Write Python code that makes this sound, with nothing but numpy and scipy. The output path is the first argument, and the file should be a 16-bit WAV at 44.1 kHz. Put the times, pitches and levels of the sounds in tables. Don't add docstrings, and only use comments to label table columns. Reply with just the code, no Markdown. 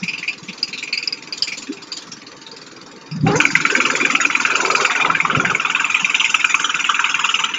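import sys
import numpy as np
from scipy import signal
from scipy.fft import rfft, irfft, next_fast_len
from scipy.io import wavfile
from scipy.ndimage import uniform_filter1d, map_coordinates

SR = 44100
rng = np.random.default_rng(int(sys.argv[2]) if len(sys.argv) > 2 else 0)


def materialize(psi):
    bounded = np.clip(np.atleast_2d(psi).T, -1, 1)
    quanta = np.round(bounded * 32767).astype(np.int16)
    wavfile.write(sys.argv[1], SR, quanta)


N = 334278


# time_s, knife_passes
KNIFE_COUNT = [(0, -.6), (3.16, 63), (3.401, 68), (4.899, 98), (5.647, 113), (6.543, 131), (7.092, 142),
               (7.588, 152)]
BITE_S = 3.24
HIT_S = np.arange(4096) / SR

# time_s, body_db, crack_db, crack_hz, spray_db
FEED = [(3.26, -45, -31.5, 2260, -37), (3.3, -45, -33, 2250, -45), (3.35, -18.5, -23.5, 1970, -24),
        (3.52, -26.5, -22.5, 2400, -30), (3.75, -13, -15, 2500, -24.5), (4.05, -22, -15, 2250, -25.5),
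        (4.45, -16.5, -15.5, 2420, -28), (4.72, -14, -17, 2440, -26), (4.9, -20.5, -18, 2170, -26),
        (5.05, -14, -17, 2260, -33), (5.35, -12.5, -19, 2360, -32.5), (5.6, -18.5, -15, 2530, -29.5),
        (5.9, -21, -17.5, 2400, -27.5), (6.15, -37, -10.5, 2780, -24.5), (6.4, -30.5, -22, 2540, -27),
        (6.65, -15, -16, 2870, -25.5), (6.82, -27.5, -16.5, 2820, -27), (7.05, -19, -16.5, 2550, -28.5),
        (7.38, -20.5, -14, 2860, -23.5), (7.55, -32, -24, 2670, -35)]
# start_s, body_db, crack_db, crack_hz, clatter_db
HARD_CUTS = [(3.265, -29, -23, 2250, -21), (3.401, -13, -8.5, 2420, -18), (3.451, -17, -7.5, 2290, -35),
             (3.552, -15.5, -6, 2220, -23), (3.651, -13, -10.5, 2270, -22.5),
             (3.801, -15.5, -12, 2370, -20.5), (4.049, -17, -11, 2350, -18), (4.15, -15.5, -9, 2490, -37),
             (4.249, -18.5, -9.5, 2460, -35), (4.35, -21, -10, 2360, -27), (4.848, -13.5, -11, 2390, -32),
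             (5.201, -22.5, -10.5, 2255, -26), (5.248, -12.5, -18.5, 2220, -22.5),
             (5.548, -22, -11.5, 2280, -26.5), (5.748, -22, -12, 2540, -18), (5.844, -22.5, -12, 2540, -21),
             (5.9439, -25, -10, 2410, -16.5), (6.045, -42, -10, 2520, -20),
             (6.1436, -28.5, -10.5, 2580, -17), (6.197, -36, -11, 2970, -19), (6.343, -14, -8, 2610, -25.5),
             (6.443, -14, -8.5, 2550, -37), (6.543, -15.5, -8, 2424, -29),
             (6.891, -10.5, -16.5, 3090, -21.5), (6.9922, -12.5, -18, 2540, -19.5),
             (7.241, -18, -12.5, 2720, -18), (7.438, -17.5, -14, 2960, -21)]
PROUD_DB = 1.65
BODY_HZ, BODY_SAG_HZ_PER_S = 1450, 35
CLATTER_DB, FILL_DB, FILL_S = -19.5, 16.5, 0.15
CUT_SCATTER_DB, CUT_DETUNE, CUT_JITTER_S = 1.5, 0.057, 0.000802
# freq_hz, relative_db
CLATTER_SPECTRUM = [(550, -35.5), (800, -17.5), (920, 1), (1400, 5.5), (1850, -3), (2400, 6.5),
                    (3100, -3.5), (3700, -3), (4300, -25.5), (7000, -58)]
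# freq_hz, relative_db
SPRAY_SPECTRUM = [(2500, -30), (3900, -19), (4850, -5), (5300, 0.5), (6100, 2.5), (7000, 8), (9000, -12.5),
                  (11000, -6), (15000, -27)]
# time_s, level_db
TORN_SPLINTERS = [(3.25, -36), (3.45, -28.5), (4.3, -33.5), (4.75, -22.5), (5.05, -38.5), (7.5, -64)]
CHIP_RING_DB = 7

# start_s, low_ring_db, high_ring_hz, high_ring_db, sharpness_db
LOUD_NICKS = [(0.08, -19.5, 5000, -31, -17), (.135, -22.5, 4840, -41, 11), (.278, -17.5, 4770, -32, -19),
              (.484, -28.5, 3460, -38, -17), (.629, -29.5, 4800, -17, 20.5), (.729, -26, 4110, -29.5, -9),
              (0.777, -31.5, 3800, -30, -3), (.927, -19.5, 4470, -20, 10), (.975, -24, 4820, -23, 18),
              (1.027, -25.5, 4670, -29.5, 19), (1.075, -30.5, 5020, -17.5, 28),
              (1.125, -30.5, 4900, -22.5, 21), (1.325, -31, 4800, -25, 20), (1.423, -27.5, 4890, -15, 23),
              (1.473, -26, 5000, -39, -2), (1.5206, -24, 5260, -36, 13), (1.918, -38, 4640, -26.5, 5),
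              (1.966, -49, 4480, -33, 3), (2.116, -44, 5530, -32, -1), (2.465, -48, 3800, -34, 9),
              (3.112, -40, 5100, -37, -6)]
# time_s, low_ring_db, high_ring_db, spray_db
DEBRIS = [(0, -29, -52, -30.5), (.25, -26.5, -38, -39), (.42, -45, -57, -36.5), (.78, -28.5, -45, -28.5),
          (1.2, -34.5, -46, -34.5), (1.45, -49, -39, -25), (1.72, -37, -54.5, -40.5), (1.95, -61, -64, -26),
          (2.3, -44, -42.5, -53), (2.65, -50.5, -42, -35), (3.2, -56, -53, -54)]
NICK_LOW_HZ, NICK_HIGH_HZ, NICK_SHARP_DB = 2540, 4530, 13
NICK_SCATTER_DB, NICK_DETUNE = 4.5, 0.052

# time_s, thud_db, knock_db, groan_db, rattle_db
LOG_LEVELS = [(3.28, -12.5, -21, -23.5, -37), (3.4, -38, -32.5, -30.5, -27),
              (3.56, -31.5, -36.5, -61.5, -47), (3.72, -46.5, -29.5, -28.5, -40.5),
              (3.95, -35.5, -28.5, -32.5, -43.5), (4.15, -46, -30.5, -37.5, -32.5),
              (4.37, -48, -36.5, -46, -41), (4.62, -43.5, -39, -26.5, -29), (4.84, -41, -40.5, -28, -26),
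              (4.94, -62.5, -47.5, -41.5, -36), (5.07, -32, -30.5, -29.5, -21), (5.22, -37, -46, -48, -40),
              (5.36, -30, -25.5, -27, -30.5), (5.52, -27, -41, -32, -32.5),
              (5.64, -47, -47.5, -46.5, -40.5), (6.4, -56.5, -59, -62, -46), (7.55, -55, -58, -54, -48.5)]
# freq_hz, relative_db
THUD_SPECTRUM = [(30, -19), (75, -20.5), (110, -11), (160, 4), (210, -1.5), (300, -24), (600, -100)]
# freq_hz, relative_db
KNOCK_SPECTRUM = [(140, -34.5), (220, -2), (255, 4.5), (295, 2), (350, -0.5), (520, -40.5)]
# freq_hz, relative_db
GROAN_SPECTRUM = [(250, -43), (360, 0.5), (410, 0), (460, -2), (515, -2), (600, -9), (850, -60)]
# freq_hz, relative_db
RATTLE_SPECTRUM = [(400, -57), (600, -5), (690, 0.5), (800, 3.5), (905, -6), (1050, 5), (1700, -36.5)]

# start_s, pitch_hz, level_db, t60_s
BUMPS = [(.018, 173, -13.5, 0.071), (.414, 176, -27, 0.062), (.478, 193, -22.5, 0.082),
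         (1.685, 301.5, -13.5, 0.088), (1.689, 398, -24.5, 0.2), (3.108, 160.5, -17, .45),
         (3.145, 185, -14.5, .13), (3.195, 154, -14, 0.29), (3.223, 155.5, -3, 0.22),
         (3.226, 275, -9.5, 0.098), (3.257, 793, -10.5, 0.076), (3.346, 160, -11, 0.094),
         (3.383, 308, -16, 0.23), (5.362, 151.5, -9.5, 0.066), (6.018, 197, -24, 0.063)]
BUMP_RISE_S = 0.017
# time_s, pitch_hz, level_db
DRAG = [(3.255, 387, -52), (3.272, 406.7, -18.5), (3.32, 408.3, -14.5), (3.345, 416.5, -14),
        (3.365, 493, -14.5), (3.42, 476, -54)]
# freq_hz, width_hz, strength_db
PANELS = [(249, 8.1, -10.5), (290.7, 9.3, 3.5), (409, 19, -4.5), (510, 9.6, -1.5), (895, 8.5, 6),
          (1400, 22, -20), (2420, 32, -8.5), (4480, 31, -3), (4814, 77, 4), (5990, 120, -0.5)]

# time_s, level_db
DUST_LEVEL = [(0, -38), (1, -44.5), (1.9, -44), (2.6, -46.5), (3.2, -49.5)]
# freq_hz, relative_db
DUST_SPECTRUM = [(700, -13), (1500, 0.5), (2100, -0.5), (2550, -2.5), (3200, -0.5), (4700, -1.5), (6200, 0),
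                 (7200, -8), (10000, -18)]
# freq_hz, relative_db
RUMBLE_SPECTRUM = [(30, -23.5), (72, -25.5), (130, -6.5), (200, -2.5), (290, -4.5), (370, -9), (480, -4),
                   (600, -16), (800, -15.5), (1150, -9), (2000, -17), (4000, -41), (7000, -35)]
# pitch_hz, level_db
WHINE = [(404, -51), (1150, -54), (1178, -61.5), (2439, -58.5), (3714, -59.5)]

# freq_hz, gain_db
MICROPHONE = [(20, -4.5), (7200, 0), (7550, -9), (7900, -34), (11300, -14.5), (11900, -66), (15000, -18.5)]
TOP_HZ = 15300


def cuts():
    out, rows = np.zeros(N), slices()
    for s, body_db, crack_db, crack_hz, _, body_hz, _ in rows:
        body_envelope = stroke(0.0021, 0.0075) + 0.22 * swell(0.012, 0.26)
        add(out, s - .0005, amp(body_db) * fracture(body_envelope, body_hz, 430, 0.014))
        tear_s = 0.007 * (crack_hz / 2400) ** 2
        crack_envelope = stroke(0.0022, tear_s) + 0.18 * swell(0.011, 0.18)
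        add(out, s - .0005, amp(crack_db) * fracture(crack_envelope, crack_hz, 820, 0.011))
    return out + chip_showers(rows)


def chip_showers(rows):
    s, *_, clatter_db, _, spray_db = rows.T
    clatter = showers(s, clatter_db, delay=0.0026, rise=0.0096, t60=0.21)
    spray = showers(s, spray_db, delay=0.0031, rise=0.0029, t60=0.23)
    torn = showers(s, curves_at(TORN_SPLINTERS, s)[0], delay=0.0053, rise=0.0091, t60=0.17)
    torn_spectrum = [(2500, -24.5), (4000, 6), (5200, 4.5), (7500, -9.5)]
    out = clatter * rush(CLATTER_SPECTRUM, CHIP_RING_DB)
    out += spray * rush(SPRAY_SPECTRUM, CHIP_RING_DB)
    return out + torn * rush(torn_spectrum, CHIP_RING_DB)


def slices():
    number, times = knife_passes(BITE_S, N / SR)
    luck = rng.standard_normal((len(times), 7)).T
    body_db, crack_db, crack_hz, spray_db = curves_at(FEED, times)
    crack_db = crack_db + np.where(number % 2, PROUD_DB, -PROUD_DB)
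    clatter_db = CLATTER_DB - FILL_DB * np.exp(-(times - BITE_S) / FILL_S)
    body_hz = BODY_HZ - BODY_SAG_HZ_PER_S * (times - BITE_S)
    levels_db = np.array([body_db, crack_db, clatter_db, spray_db])
    body_db, crack_db, clatter_db, spray_db = levels_db + CUT_SCATTER_DB * luck[:4]
    body_hz, crack_hz = np.array([body_hz, crack_hz]) * np.exp(CUT_DETUNE * luck[4:6])
    starts = times + CUT_JITTER_S * luck[6]
    ordinary = np.column_stack([starts, body_db, crack_db, crack_hz, clatter_db])
    return np.column_stack([with_loudest(ordinary, HARD_CUTS), body_hz, spray_db])


def nicks():
    _, times = knife_passes(0, BITE_S)
    luck = rng.standard_normal((len(times), 5)).T
    lows_db, highs_db, spray_db = curves_at(DEBRIS, times) + NICK_SCATTER_DB * luck[:3]
    lows_hz, highs_hz = np.array([[NICK_LOW_HZ], [NICK_HIGH_HZ]]) * np.exp(NICK_DETUNE * luck[3:])
    sharps_db = np.full(len(times), NICK_SHARP_DB)
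    rows = with_loudest(np.column_stack([times, lows_db, highs_hz, highs_db, sharps_db]), LOUD_NICKS)
    out = np.zeros(N)
    blow = stroke(0.0016, 0.0064)
    skitter = 1.14 * stroke(.003, 0.019) + 0.66 * swell(0.022, 0.17)
    for (s, low_db, high_hz, high_db, sharp_db), low_hz in zip(rows, lows_hz):
        tail = 1 / (.5 + amp(sharp_db))
        add(out, s - .001, amp(low_db) * fracture(blow + (tail + 0.55) * skitter, low_hz, 790, 0.02))
        add(out, s - .001, amp(high_db) * fracture(blow + 1.3 * tail * skitter, high_hz, 840, 0.013))
    fine_spectrum = [(2000, -14.5), (3500, -3), (5300, -3), (6200, -10.0),
                     (7000, 0), (9000, -3.5), (11000, -17.5), (15000, -13.5)]
    spray = showers(rows[:, 0], spray_db, delay=0.0015, rise=0.0065, t60=0.12)
    return out + spray * rush(fine_spectrum, CHIP_RING_DB)


def log_shudder():
    thud_db, knock_db, groan_db, rattle_db = curves(LOG_LEVELS)
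    gripped = np.clip((np.arange(N) / SR - BITE_S) / 0.017, 0, 1)
    kicks = amp(1.6 * np.cos(2 * np.pi * (curves(KNIFE_COUNT)[0] - .58)))
    trough = amp(thud_db) * rush(THUD_SPECTRUM)
    trough += amp(knock_db) * rush(KNOCK_SPECTRUM, ring_db=4.5)
    trough += amp(groan_db) * rush(GROAN_SPECTRUM, ring_db=4.5)
    rattle = amp(rattle_db) * rush(RATTLE_SPECTRUM, ring_db=6)
    return gripped * (kicks * trough + rattle)


def bumps():
    out, t = np.zeros(N), np.arange(SR // 3) / SR
    for s, hz, db, t60 in BUMPS:
        decay = amp(-60 * np.maximum(t - BUMP_RISE_S, 0) / t60)
        envelope = np.minimum(t / BUMP_RISE_S, 1) ** 1.34 * decay
        phase = 2 * np.pi * hz * t + .8 * wobble(80)[:len(t)]
        add(out, s, amp(db) * envelope * np.sin(phase))
    return out


def drag():
    hz, db = curves(DRAG)
    phase = 2 * np.pi * np.cumsum(hz * (1 + 0.0464 * wobble(250))) / SR
    slips = sum(amp(-5.5 * k + 3.4 * wobble(80)) * np.sin((k + 1) * phase) for k in range(6))
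    floor = amp(max(db[0], db[-1]))
    return np.maximum(amp(db) - floor, 0) * slips


def hood(x):
    return filtered(x, lambda f: 1 + sum(amp(db) * mode(f, hz, width_hz) for hz, width_hz, db in PANELS))


def dust():
    since = (curves(KNIFE_COUNT)[0] - .05) % 1
    flick = 0.36 + 1.2 * np.exp(-since / 0.52) + 2.0 * np.exp(-since / 0.037)
    return amp(curves(DUST_LEVEL)[0] + wobble(23)) * flick * rush(DUST_SPECTRUM, CHIP_RING_DB)


def air_throb():
    throb = np.cos(2 * np.pi * (curves(KNIFE_COUNT)[0] - .36))
    rumble = amp(-40.5 + 1.0 * throb + 0.38 * wobble(9.2)) * rush(RUMBLE_SPECTRUM, ring_db=4)
    puff_spectrum = [(120, -45.5), (230, -7), (290, 1.0), (400, -14.5), (700, -65)]
    return rumble + amp(-47.5 + 6.4 * throb) * rush(puff_spectrum)


def whine():
    t = np.arange(N) / SR
    return sum(amp(db + 2.4 * wobble(2.9)) * np.sin(2 * np.pi * hz * t + 0.34 * wobble(11))
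               for hz, db in WHINE)


def hum():
    load = np.clip((np.arange(N) / SR - 3.3) / 0.22, 0, 1)
    phase = 2 * np.pi * 45 * curves(KNIFE_COUNT)[0] + .3 * wobble(10)
    return amp(-55.5 + 12.4 * load) * amp(4.4 * wobble(7.6)) * np.sin(phase)


def knife_passes(start, end):
    s, count = np.transpose(KNIFE_COUNT)
    number = np.arange(count[-1])
    times = np.interp(number, count, s)
    inside = (times > start) & (times < end)
    return number[inside], times[inside]


def with_loudest(ordinary, loudest):
    rows = np.array(ordinary)
    for row in loudest:
        rows[np.argmin(np.abs(rows[:, 0] - row[0]))] = row
    return rows


def fracture(envelope, hz, width_hz, span):
    snaps = grains(len(HIT_S) + 256, 4)
    ring = signal.hilbert(filtered(snaps, lambda f: mode(f, hz, width_hz) ** 4))[256:]
    power = np.abs(ring) ** 2
    ring = ring.real / np.sqrt(power + 2 * np.mean(power)) * envelope
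    return ring / np.sqrt(np.sum(ring ** 2 * (HIT_S < span)) / (span * SR))


def stroke(rise, length):
    bite = np.sin(np.pi / 2 * np.minimum(HIT_S / rise, 1)) ** 2
    return bite / np.sqrt(1 + (HIT_S / length) ** 10)


def swell(rise, t60):
    climb = np.sin(np.pi / 2 * np.minimum(HIT_S / rise, 1)) ** 2
    return climb * amp(-60 * np.maximum(HIT_S - rise, 0) / t60)


def showers(times, levels_db, delay, rise, t60):
    power = np.zeros(N)
    for s, db in zip(times, levels_db):
        add(power, s + delay, (amp(db) * swell(rise, t60)) ** 2)
    return np.sqrt(power)


def rush(spectrum, ring_db=0):
    z = signal.stft(grains(N, 4), nperseg=512)[2]
    field = uniform_filter1d(rng.standard_normal(z.shape), size=2, axis=0)
    field = uniform_filter1d(field, size=5, axis=1)
    gain = amp(ring_db * np.clip(unit(field), -2, 2))
    chips = signal.istft(z * gain, nperseg=512)[1][:N]
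    return unit(colour(chips, spectrum))


def grains(n, spread_db):
    return unit(rng.standard_normal(n) * amp(spread_db * rng.standard_normal(n)))


def mode(f, hz, width_hz):
    return 1j * f * width_hz / (hz * hz - f * f + 1j * f * width_hz)


def filtered(x, response):
    n = x.shape[-1]
    m = next_fast_len(n + 4096)
    return irfft(rfft(x, m) * response(np.fft.rfftfreq(m, 1 / SR)), m)[..., :n]


def colour(x, points):
    f, db = np.transpose(points)
    return filtered(x, lambda hz: amp(np.interp(np.log(hz + 1), np.log(f), db)))


def curves(rows):
    return curves_at(rows, np.arange(N) / SR)


def curves_at(rows, times):
    s, *cols = np.transpose(rows)
    return [np.interp(times, s, c) for c in cols]


def wobble(rate):
    knots = rng.standard_normal(int(N * rate / SR) + 4)
    return map_coordinates(knots, [np.arange(N) * rate / SR])


def add(track, s, sound):
    part = track[max(round(s * SR), 0):][:len(sound)]
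    part += sound[:len(part)]


def amp(db):
    return 10 ** (np.asarray(db) / 20)


def unit(x):
    return x / np.sqrt(np.mean(x ** 2) + 1e-20)


def scene():
    mid = hood(cuts() + nicks() + log_shudder()) + bumps() + drag()
    mid += dust() + air_throb() + whine() + hum()
    scatter = rng.standard_normal(len(HIT_S)) * swell(.001, .04)
    side = signal.fftconvolve(mid, scatter / np.linalg.norm(scatter))[:N]
    side = colour(side, [(30, -9.5), (70, -23.5), (170, -45.5), (350, -47.5), (700, -31.5),
                         (1500, -27.5), (3000, -19.5), (6000, -22), (12000, -10.5)])
    return np.array([mid + side, mid - side])


def record(dry):
    dull = colour(dry, MICROPHONE)
    rounded = dull / (1 + np.abs(dull) ** 8) ** (1 / 8)
    return filtered(rounded, lambda hz: hz < TOP_HZ)


dry = scene()
out = record(dry)
materialize(out)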